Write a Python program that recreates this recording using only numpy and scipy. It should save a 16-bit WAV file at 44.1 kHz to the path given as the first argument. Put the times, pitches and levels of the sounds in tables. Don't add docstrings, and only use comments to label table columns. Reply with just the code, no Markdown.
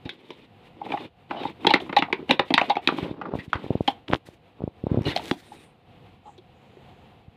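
import sys
import numpy as np
from scipy import signal
from scipy.fft import rfft, irfft
from scipy.io import wavfile

SR = 44100
rng = np.random.default_rng(int(sys.argv[2]) if len(sys.argv) > 2 else 0)


def unload_wav(signal):
    wavfile.write(
        sys.argv[1],
        SR,
        np.round(np.clip(np.atleast_2d(signal).T, -1, 1) * 32767).astype(np.int16),
    )


N = 324576


def from_db(db):
    return 10 ** (np.asarray(db) / 20)


def rms_one(x):
    return x / np.sqrt(np.mean(x ** 2) + 1e-20)


def coloured(x, spectrum):
    hz, level_db = np.transpose(spectrum)
    grid = np.maximum(np.arange(N // 2 + 1) * SR / N, 1)
    gain = from_db(np.interp(np.log(grid), np.log(hz), level_db))
    return rms_one(irfft(rfft(x) * gain, N))


def drift(rate_hz):
    r = np.exp(-2 * np.pi * rate_hz / SR)
    noise = rng.standard_normal(N + SR)
    return rms_one(signal.lfilter([1], [1, -2 * r, r * r], noise)[SR:])


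def ring(x, hz, t60):
    r = from_db(-60 / (t60 * SR))
    w = 2 * np.pi * hz / SR
    return signal.lfilter([0, np.sin(w)], [1, -2 * r * np.cos(w), r * r], x + 1e-18)


def grains(per_s, size_db):
    born = rng.random(N) < per_s * from_db(5.0 * drift(30)) / SR
    size = from_db(size_db * np.minimum(rng.exponential(1, N), 5))
    return born * size * rng.choice([-1, 1], N)


DRAG_ATTACK_S, DRAG_RELEASE_S = 0.028, 0.049


def stroke(start_s, length_s, soft=1):
    t = np.arange(N) / SR - start_s
    swell = t / (soft * DRAG_ATTACK_S)
    fade = 1 + (length_s - t) / (soft * DRAG_RELEASE_S)
    return np.clip(np.minimum(swell, fade), 0, 1) ** 2


def bass_cut(x):
    return signal.sosfilt(signal.butter(3, 80.0, "high", fs=SR, output="sos"), x + 1e-18)


def middle_band(x):
    x = signal.sosfilt(signal.butter(2, 140.0, "high", fs=SR, output="sos"), x + 1e-18)
    return signal.sosfilt(signal.butter(6, 5100.0, fs=SR, output="sos"), x)


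HUM_DB = -55.5
# (frequency [Hz], relative level [dB per Hz])
HUM_SPECTRUM = [(15, -31.5), (32, -13), (101, 3.5), (227, -3), (410, -8), (495, -3.5), (614, -14),
                (722, -2), (871, -11), (1570, -21), (2770, -17), (3930, -24), (5730, -42), (15500, -46.5)]


def hum():
    level = from_db(HUM_DB + 3.6 * drift(2.5))
    return level * coloured(rng.standard_normal(N), HUM_SPECTRUM)


SWISH_SOFT = 2.2
# (frequency [Hz], relative level [dB per Hz])
RUSTLE_SPECTRUM = [(710, -40.5), (1200, -7), (1950, -2), (2910, -12), (3610, -5.5), (6050, -15),
                   (8640, -16), (15800, -23.5)]
# (start [s], length [s], level [dB], centre [Hz])
SWISHES = [(5.397, 0.26, -65.5, 8960), (6.215, 0.092, -68, 7300), (6.496, 0.53, -82.5, 6900)]


def rustle(gain):
    fine = rng.standard_normal(N) + 0.55 * grains(4000, 3.0)
    broad = gain * from_db(1.8 * drift(30.13)) * coloured(fine, RUSTLE_SPECTRUM)
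    t = np.arange(N) / SR
    tones = np.zeros(N)
    for start_s, length_s, db, hz in SWISHES:
        tones += from_db(db) * stroke(start_s, length_s, SWISH_SOFT) * np.sin(2 * np.pi * hz * t)
    return broad + drift(940) * tones


PORT_HZ, PORT_T60_S, PORT_RING = 3250, 0.0028, 0.7
# (time [s], pressure peak [dB], width [ms])
GRIP_POPS = [(0.057, -23, 1.9), (1.463, -22, 0.54), (3.029, -14.5, 1.06), (3.096, -20.5, 0.52),
             (3.113, -19, 0.82), (3.555, -16, 3.4), (3.338, -10.5, 0.5), (3.354, -10, 0.6),
             (3.3888, -20.5, 1.15), (3.4805, -24.5, 1.6), (3.643, -21, 0.7), (3.6646, -20, 0.58),
             (3.7063, -5, 0.74), (3.714, -17.5, 0.75), (3.7543, -7, 0.74), (3.8082, -6, 0.66),
             (4.1022, -12.5, 0.71), (4.1225, -22, 0.43), (4.1345, 3, 0.23), (4.1503, -12, 0.29),
             (4.2885, -27, 0.57), (4.6063, -21.5, 0.59), (4.6205, -18.5, 0.56), (4.6397, -10.5, 0.95),
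             (4.6777, -13.5, 0.65), (4.84, -12.5, 0.97), (4.8687, -8.5, 0.61), (4.917, -5, 1.33),
             (4.945, -9.5, 0.68), (4.9744, -5, 0.84), (4.983, -9.5, 1.6), (4.991, -12.5, 0.71),
             (5.011, -12.5, 1.5), (5.0654, -13.5, 1.9), (5.0851, -13.5, 1.8), (5.3126, -4.5, 0.2),
             (7.282, -30, 2.45), (4.081, -29.5, 0.12), (4.084, -23, 0.11), (4.114, -25, 0.13),
             (4.1256, -20, 0.18), (4.1306, -13, 0.19), (4.144, -15.5, 0.1), (4.159, -25, 0.1),
             (5.175, -14.5, 0.088), (5.257, -24.5, 0.039), (5.282, -27, 0.052)]


def grip():
    bumps = np.zeros(N)
    for s, peak_db, width_ms in GRIP_POPS:
        near = int(s * SR) + np.arange(-300, 300)
        offset_ms = (near / SR - s) * 1000
        bumps[near] -= from_db(peak_db) * np.exp(-1.6 * (offset_ms / width_ms) ** 2)
    return bumps + PORT_RING * ring(np.gradient(bumps), PORT_HZ, PORT_T60_S)


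CREAK_S, CREAK_GAP_S, CREAK_GAP_RATIO = 5.02, 0.013, .92
CREAK_DB, CREAK_SWELL_DB = -41, 1


def creak():
    k = np.arange(14)
    gaps = CREAK_GAP_S * CREAK_GAP_RATIO ** k * rng.uniform(0.98, 1.0, len(k))
    s = CREAK_S + np.cumsum(gaps) - CREAK_GAP_S
    strength_db = CREAK_DB + CREAK_SWELL_DB * np.minimum(k, 6) + rng.normal(0, 2.2, len(k))
    slips = np.zeros(N)
    slips[(s * SR).astype(int)] = from_db(strength_db)
    burst = signal.lfilter([1], [1, -from_db(-60 / (0.014 * SR))], slips + 1e-18)
    shaken = burst * rng.standard_normal(N)
    body = sum(from_db(db - 26) * ring(shaken, hz, CLACK_T60_S) for hz, db in CLACK_MODES)
    crack = from_db(-12.5) * burst * coloured(rng.standard_normal(N), SNAP_SPECTRUM)
    return middle_band(body) + crack


RASP_SOFT, RASP_T60_S = 0.52, 0.013
# (start [s], length [s], level [dB], note [Hz])
BEAD_RASPS = [(1.317, 0.12, -37, 760), (1.365, 0.114, -47.5, 3720), (1.355, .04, -46, 3020),
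              (5.041, 0.073, -40, 4080), (5.04, 0.075, -38, 2880), (5.069, 0.062, -40, 1930),
              (5.432, 0.17, -65.5, 3790), (5.558, .07, -64.5, 2500)]


def rasp():
    out = np.zeros(N)
    for start_s, length_s, db, hz in BEAD_RASPS:
        note = rms_one(ring(grains(1500, 2.1), hz, RASP_T60_S))
        out += from_db(db) * stroke(start_s, length_s, RASP_SOFT) * note
    return out


DRAG_UNEVEN_DB = 2.5
# (start [s], length [s], wood scrape [dB], box rumble [dB], cloth rustle [dB])
CUBE_DRAGS = [(0, 0.44, -60, -53.5, -73.5), (0.611, 0.061, -60, -61, -72), (0.74, 0.1, -64.5, -48.5, -80),
              (0.825, 0.23, -48.5, -38.5, -64), (1.283, 0.09, -48.5, -41.5, -68),
              (1.376, 0.12, -44.5, -37, -61), (1.585, 0.18, -56, -42.5, -67.5),
              (1.788, 0.077, -49.5, -37, -60.5), (1.888, 0.37, -63, -46.5, -87),
              (2.267, 0.067, -48.5, -33, -56), (2.435, 0.074, -56, -68, -67), (2.562, .15, -43, -38.5, -59),
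              (2.802, 0.23, -48.5, -43.5, -62), (2.949, 0.16, -51.5, -36, -66),
              (3.117, 0.24, -70, -38.5, -92), (3.33, 0.12, -55, -46, -63.5), (3.474, 0.31, -55, -43, -71),
              (3.785, 0.13, -58.5, -54.5, -60.5), (4.07, 0.084, -54, -38, -59),
              (4.242, 0.094, -64, -55, -62.5), (4.544, 0.14, -69, -46, -83),
              (4.839, 0.26, -60, -39.5, -75.5), (5.039, 0.081, -40, -29.5, -53),
              (5.128, 0.16, -49, -43, -52), (5.282, 0.11, -61, -66, -54), (5.411, 0.23, -63, -54, -63)]


def dragging():
    gains = np.zeros((3, N))
    for start_s, length_s, *levels_db in CUBE_DRAGS:
        gains += from_db(levels_db)[:, None] * stroke(start_s, length_s)
    return gains * from_db(DRAG_UNEVEN_DB * drift(15.0))


SCRAPE_TILT_DB = 5.5


def sliding(scrape, rumble):
    bright = np.zeros(N)
    for hz, db in CLACK_MODES:
        gain = from_db(db + SCRAPE_TILT_DB * np.log2(hz / 2500))
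        bright += gain * ring(grains(2500, 3.2), hz, 0.0087)
    touch = grains(800, 0.46)
    panel = rms_one(sum(from_db(db) * ring(touch, hz, PANEL_T60_S) for hz, db in PANEL_MODES))
    hollow = rms_one(sum(from_db(db) * ring(touch, hz, HOLLOW_T60_S) for hz, db in HOLLOW_MODES))
    return scrape * rms_one(bright) + rumble * (panel + 0.21 * hollow)


SETTLE_S = 0.015
OWN_NOTE_DB = 6


def struck(peak_db, modes, t60, stretch, rise_ms, settle_db, spread_db, detune,
           tilt_db=0, own_hz=None, push=0, first=0):
    blow_table = np.array(CUBE_BLOWS)
    s = blow_table[:, 0]
    contact_ms = np.clip(blow_table[:, [4]], .3, 20)
    after = np.arange(2048)
    u = after / (stretch * contact_ms * SR / 1000)
    noise = rng.standard_normal((len(s), 2, len(after)))
    rattle = noise[:, 0] * (u + 0.011) ** 0.86 * np.exp(-u) + first * (after == 0)
    rattle += push * u * np.exp(-u) * np.sin(2 * np.pi * modes[0][0] * after / SR)
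    settling = noise[:, 1] * from_db(settle_db) * np.exp(-after / (SETTLE_S * SR))

    chance = rng.standard_normal((len(s), 2, 2, len(modes)))
    t = after[:1024] / SR
    body = np.zeros((len(s), 2, len(t)))
    for k, (hz, mode_db) in enumerate(modes):
        tilt = np.reshape(tilt_db, (-1, 1)) * np.log2(hz / 2500)
        gain = from_db(mode_db + spread_db * chance[:, 0, :, k] + tilt)
        pitch = hz * (1 + detune * chance[:, 1, :, k])
        body += gain[..., None] * np.sin(2 * np.pi * pitch[..., None] * t)
    if own_hz is not None:
        own_gain = from_db(OWN_NOTE_DB + tilt_db * np.log2(own_hz / 2500))
        body[:, 0] += own_gain[:, None] * np.sin(2 * np.pi * own_hz[:, None] * t)
    body *= (1 - np.exp(-t / (rise_ms / 1000))) * from_db(-60 * t / t60)

    contacts = np.stack([rattle, settling], axis=1)
    blows = signal.fftconvolve(contacts, body, axes=2).sum(axis=1)
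    blows *= (from_db(peak_db) / np.max(np.abs(blows), axis=1))[:, None]
    out = np.zeros(N)
    np.add.at(out, (s * SR).astype(int)[:, None] + np.arange(blows.shape[1]), blows)
    return out


CLACK_T60_S, HOLLOW_T60_S, PANEL_T60_S = .0065, 0.012, 0.017
# (time [s], clack peak [dB], hollow tock peak [dB], panel thud peak [dB], contact time [ms],
#  clack tilt [dB per octave], struck piece's own note [Hz])
CUBE_BLOWS = [(0.053, -34.5, -40, -28, 8.5, 13, 1940), (0.0921, -22, -45, -37, 1.4, 11, 2000),
              (0.305, -28, -34.5, -29.5, 0.23, 12, 2500), (0.814, -45, -23.5, -53, 2.4, 5, 2180),
              (0.86, -39, -28.5, -32, 3.1, -9, 1980), (0.902, -30, -32, -24, 2.7, -5, 2450),
              (0.9197, -20, -26, -29, 3.1, -8.5, 2420), (0.936, -43, -16.5, -68, 5.1, 2, 1170),
              (0.9726, -29.5, -26.5, -46, 3.5, -2, 2590), (1.309, -19.5, -23.5, -26.5, 3, -14, 2360),
              (1.4343, -27.5, -28.5, -50, 1, 0, 2460), (1.452, -27.5, -17.5, -23, 1.25, -5, 1370),
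              (1.6471, -19.5, -16.5, -15, 2.15, -7, 1150), (1.6678, -5, -7.5, -7.5, 2.1, 7.5, 3340),
              (1.6942, -22, -23, -24, 2.2, 7, 1150), (1.705, -10, -8.5, -23.5, 3.3, 5, 2940),
              (1.738, -2, -17, -9.5, 1.8, -2, 3620), (1.753, -19.5, -18.5, -25, 5.5, -2, 1220),
              (1.801, -29, -29.5, -48, 2.5, 8, 1260), (1.8934, -25.5, -34, -24, 4, -11, 2020),
              (1.9271, -22, -25.5, -21, 2.8, -1.5, 1250), (1.9649, -8.5, -3.5, -57, 4.04, 3, 3840),
              (1.985, -12.5, -34, -21.5, 4.6, 10, 2880), (2.023, -11, -15, -15.5, 1.07, -11, 2490),
              (2.083, -60, -28, -52, 2, -3, 1150), (2.101, -49, -30.5, -50, 1.5, 1, 2400),
              (2.127, -8, -19.5, -15.5, 2.3, -4.5, 2520), (2.1897, -55, -47, -26, 1.4, 2.3, 1150),
              (2.225, -50, -49, -27, 1.6, 0, 1150), (2.2931, -19.5, -17, -15.5, 4.3, 2.5, 2310),
              (2.3088, -2.5, -11.5, -9, 1.46, 9, 2460), (2.3934, -7, -14.5, -11.5, 2.04, -7.5, 3600),
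              (2.5047, -18, -15, -12, 1.66, -8, 2540), (2.5182, -43, -23.5, -19.5, 1.6, -13, 1160),
              (2.5398, -2, -12.5, -14, 1.5, 8, 3604), (2.5785, -1, -15.5, -42, 1.88, -9.5, 2250),
              (2.6137, -9, -11.5, -14.5, 1.57, -6, 2830), (2.6971, -17.5, -9, -54.5, 5.3, 17, 2300),
              (2.718, -28.5, -26, -45, 1.6, 1, 2350), (2.7543, -26, -30, -31.5, 2.3, 0.5, 2340),
              (2.7672, -22, -13.5, -20.5, 1.2, 0, 1140), (2.874, -2.5, -22, -15, 0.76, 0, 3780),
              (2.8882, -10.5, -20, -15, 0.63, -22, 3460), (2.922, -41, -26, -20, 1.5, -18, 1150),
              (2.9407, -42, -48, -23, 1.4, -4, 1150), (2.9846, -22, -23, -22.5, 0.61, -1, 1150),
              (3.214, -23.5, -30.5, -55, 3.4, -14, 1230), (3.254, -27.5, -35, -55, 4.1, -27, 1680),
              (3.3885, -31, -62, -48.5, 10, -1, 2020), (3.531, -6, -22, -39, 0.55, -10.5, 1314),
              (3.555, -26, -29, -25.5, 0.65, -3.5, 1260), (3.877, -11, -8.5, -17.5, 4.1, 15.5, 3110),
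              (5.162, -11.5, -13.5, -42, 1.4, 15, 4130), (5.194, -37, -28.5, -53, 1.5, 5, 3500),
              (5.3112, -18.5, -20.5, -11.5, 1.2, 26, 2340), (5.516, -58, -33.5, -67, 3.9, -5, 1930),
              (6.2526, -59, -37, -51, 23, 15, 1460), (6.379, -46, -56, -43, 5.1, 31, 3480),
              (6.768, -53.5, -65, -38.5, 3, -5, 2160)]
# (frequency [Hz], relative level [dB])
CLACK_MODES = [(1150, -9), (1260, -4.5), (2020, 3), (2300, 2.5), (2550, 3.5), (2900, 1), (3200, -1),
               (3600, 1), (4050, -9), (4450, -18.5), (4900, -23.5)]
# (frequency [Hz], relative level [dB])
HOLLOW_MODES = [(840, -0.5), (965, -14)]
# (frequency [Hz], relative level [dB])
PANEL_MODES = [(250, -13), (330, 5), (430, -4), (540, -10)]
# (frequency [Hz], relative level [dB per Hz])
SNAP_SPECTRUM = [(4000, -23), (5500, 1), (7500, -12), (11000, -14), (14500, -23.5)]


def knocks():
    s, clack_db, tock_db, thud_db, _, tilt_db, own_hz = np.transpose(CUBE_BLOWS)
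    clack = struck(clack_db, CLACK_MODES, CLACK_T60_S, 0.83, 0.79, settle_db=-19.0, spread_db=2.5,
                   detune=0.05, tilt_db=tilt_db, own_hz=own_hz, first=2.7)
    tock = struck(tock_db, HOLLOW_MODES, HOLLOW_T60_S, 0.98, 1.5, settle_db=-30.5, spread_db=0,
                  detune=0.072, push=0.21)
    thud = struck(thud_db, PANEL_MODES, PANEL_T60_S, 0.86, 3.0, settle_db=-31.0, spread_db=1.0,
                  detune=0.09)
    marks = np.zeros(N)
    marks[(s * SR).astype(int)] = from_db(clack_db + .5 * tilt_db - 35.5)
    dying = signal.lfilter([1], [1, -from_db(-60 / (0.034 * SR))], marks + 1e-18)
    crack = dying * coloured(rng.standard_normal(N), SNAP_SPECTRUM)
    return middle_band(clack + tock + thud) + crack


ROOM_T60_S, ROOM_DB, WALL_CUT_HZ = .15, -12.5, 2200
ECHO_S, ECHO_DB = 0.011, -16


def room(x):
    t = np.arange(int(.4 * SR)) / SR
    reply = rng.standard_normal(len(t)) * from_db(-60 * t / ROOM_T60_S) * np.minimum(t / 0.019, 1)
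    reply *= from_db(ROOM_DB) / np.sqrt(np.sum(reply ** 2))
    reply[int(ECHO_S * SR)] += from_db(ECHO_DB)
    reply = signal.lfilter(*signal.butter(1, WALL_CUT_HZ, fs=SR), reply)
    return x + signal.fftconvolve(x, reply)[:N]


def scene():
    scrape, rumble, brush = dragging()
    rubbing = middle_band(sliding(scrape, rumble) + rasp())
    handling = room(knocks()) + rubbing + creak() + rustle(brush) + grip()
    return (bass_cut(handling) + hum())[None]


CUTOFF_HZ = 16450


def record(dry):
    rounded = 1.1 * np.tanh(dry / 1.1)
    return signal.sosfilt(signal.cheby2(12, 70, CUTOFF_HZ, fs=SR, output="sos"), rounded)


dry = scene()
out = record(dry)
unload_wav(out)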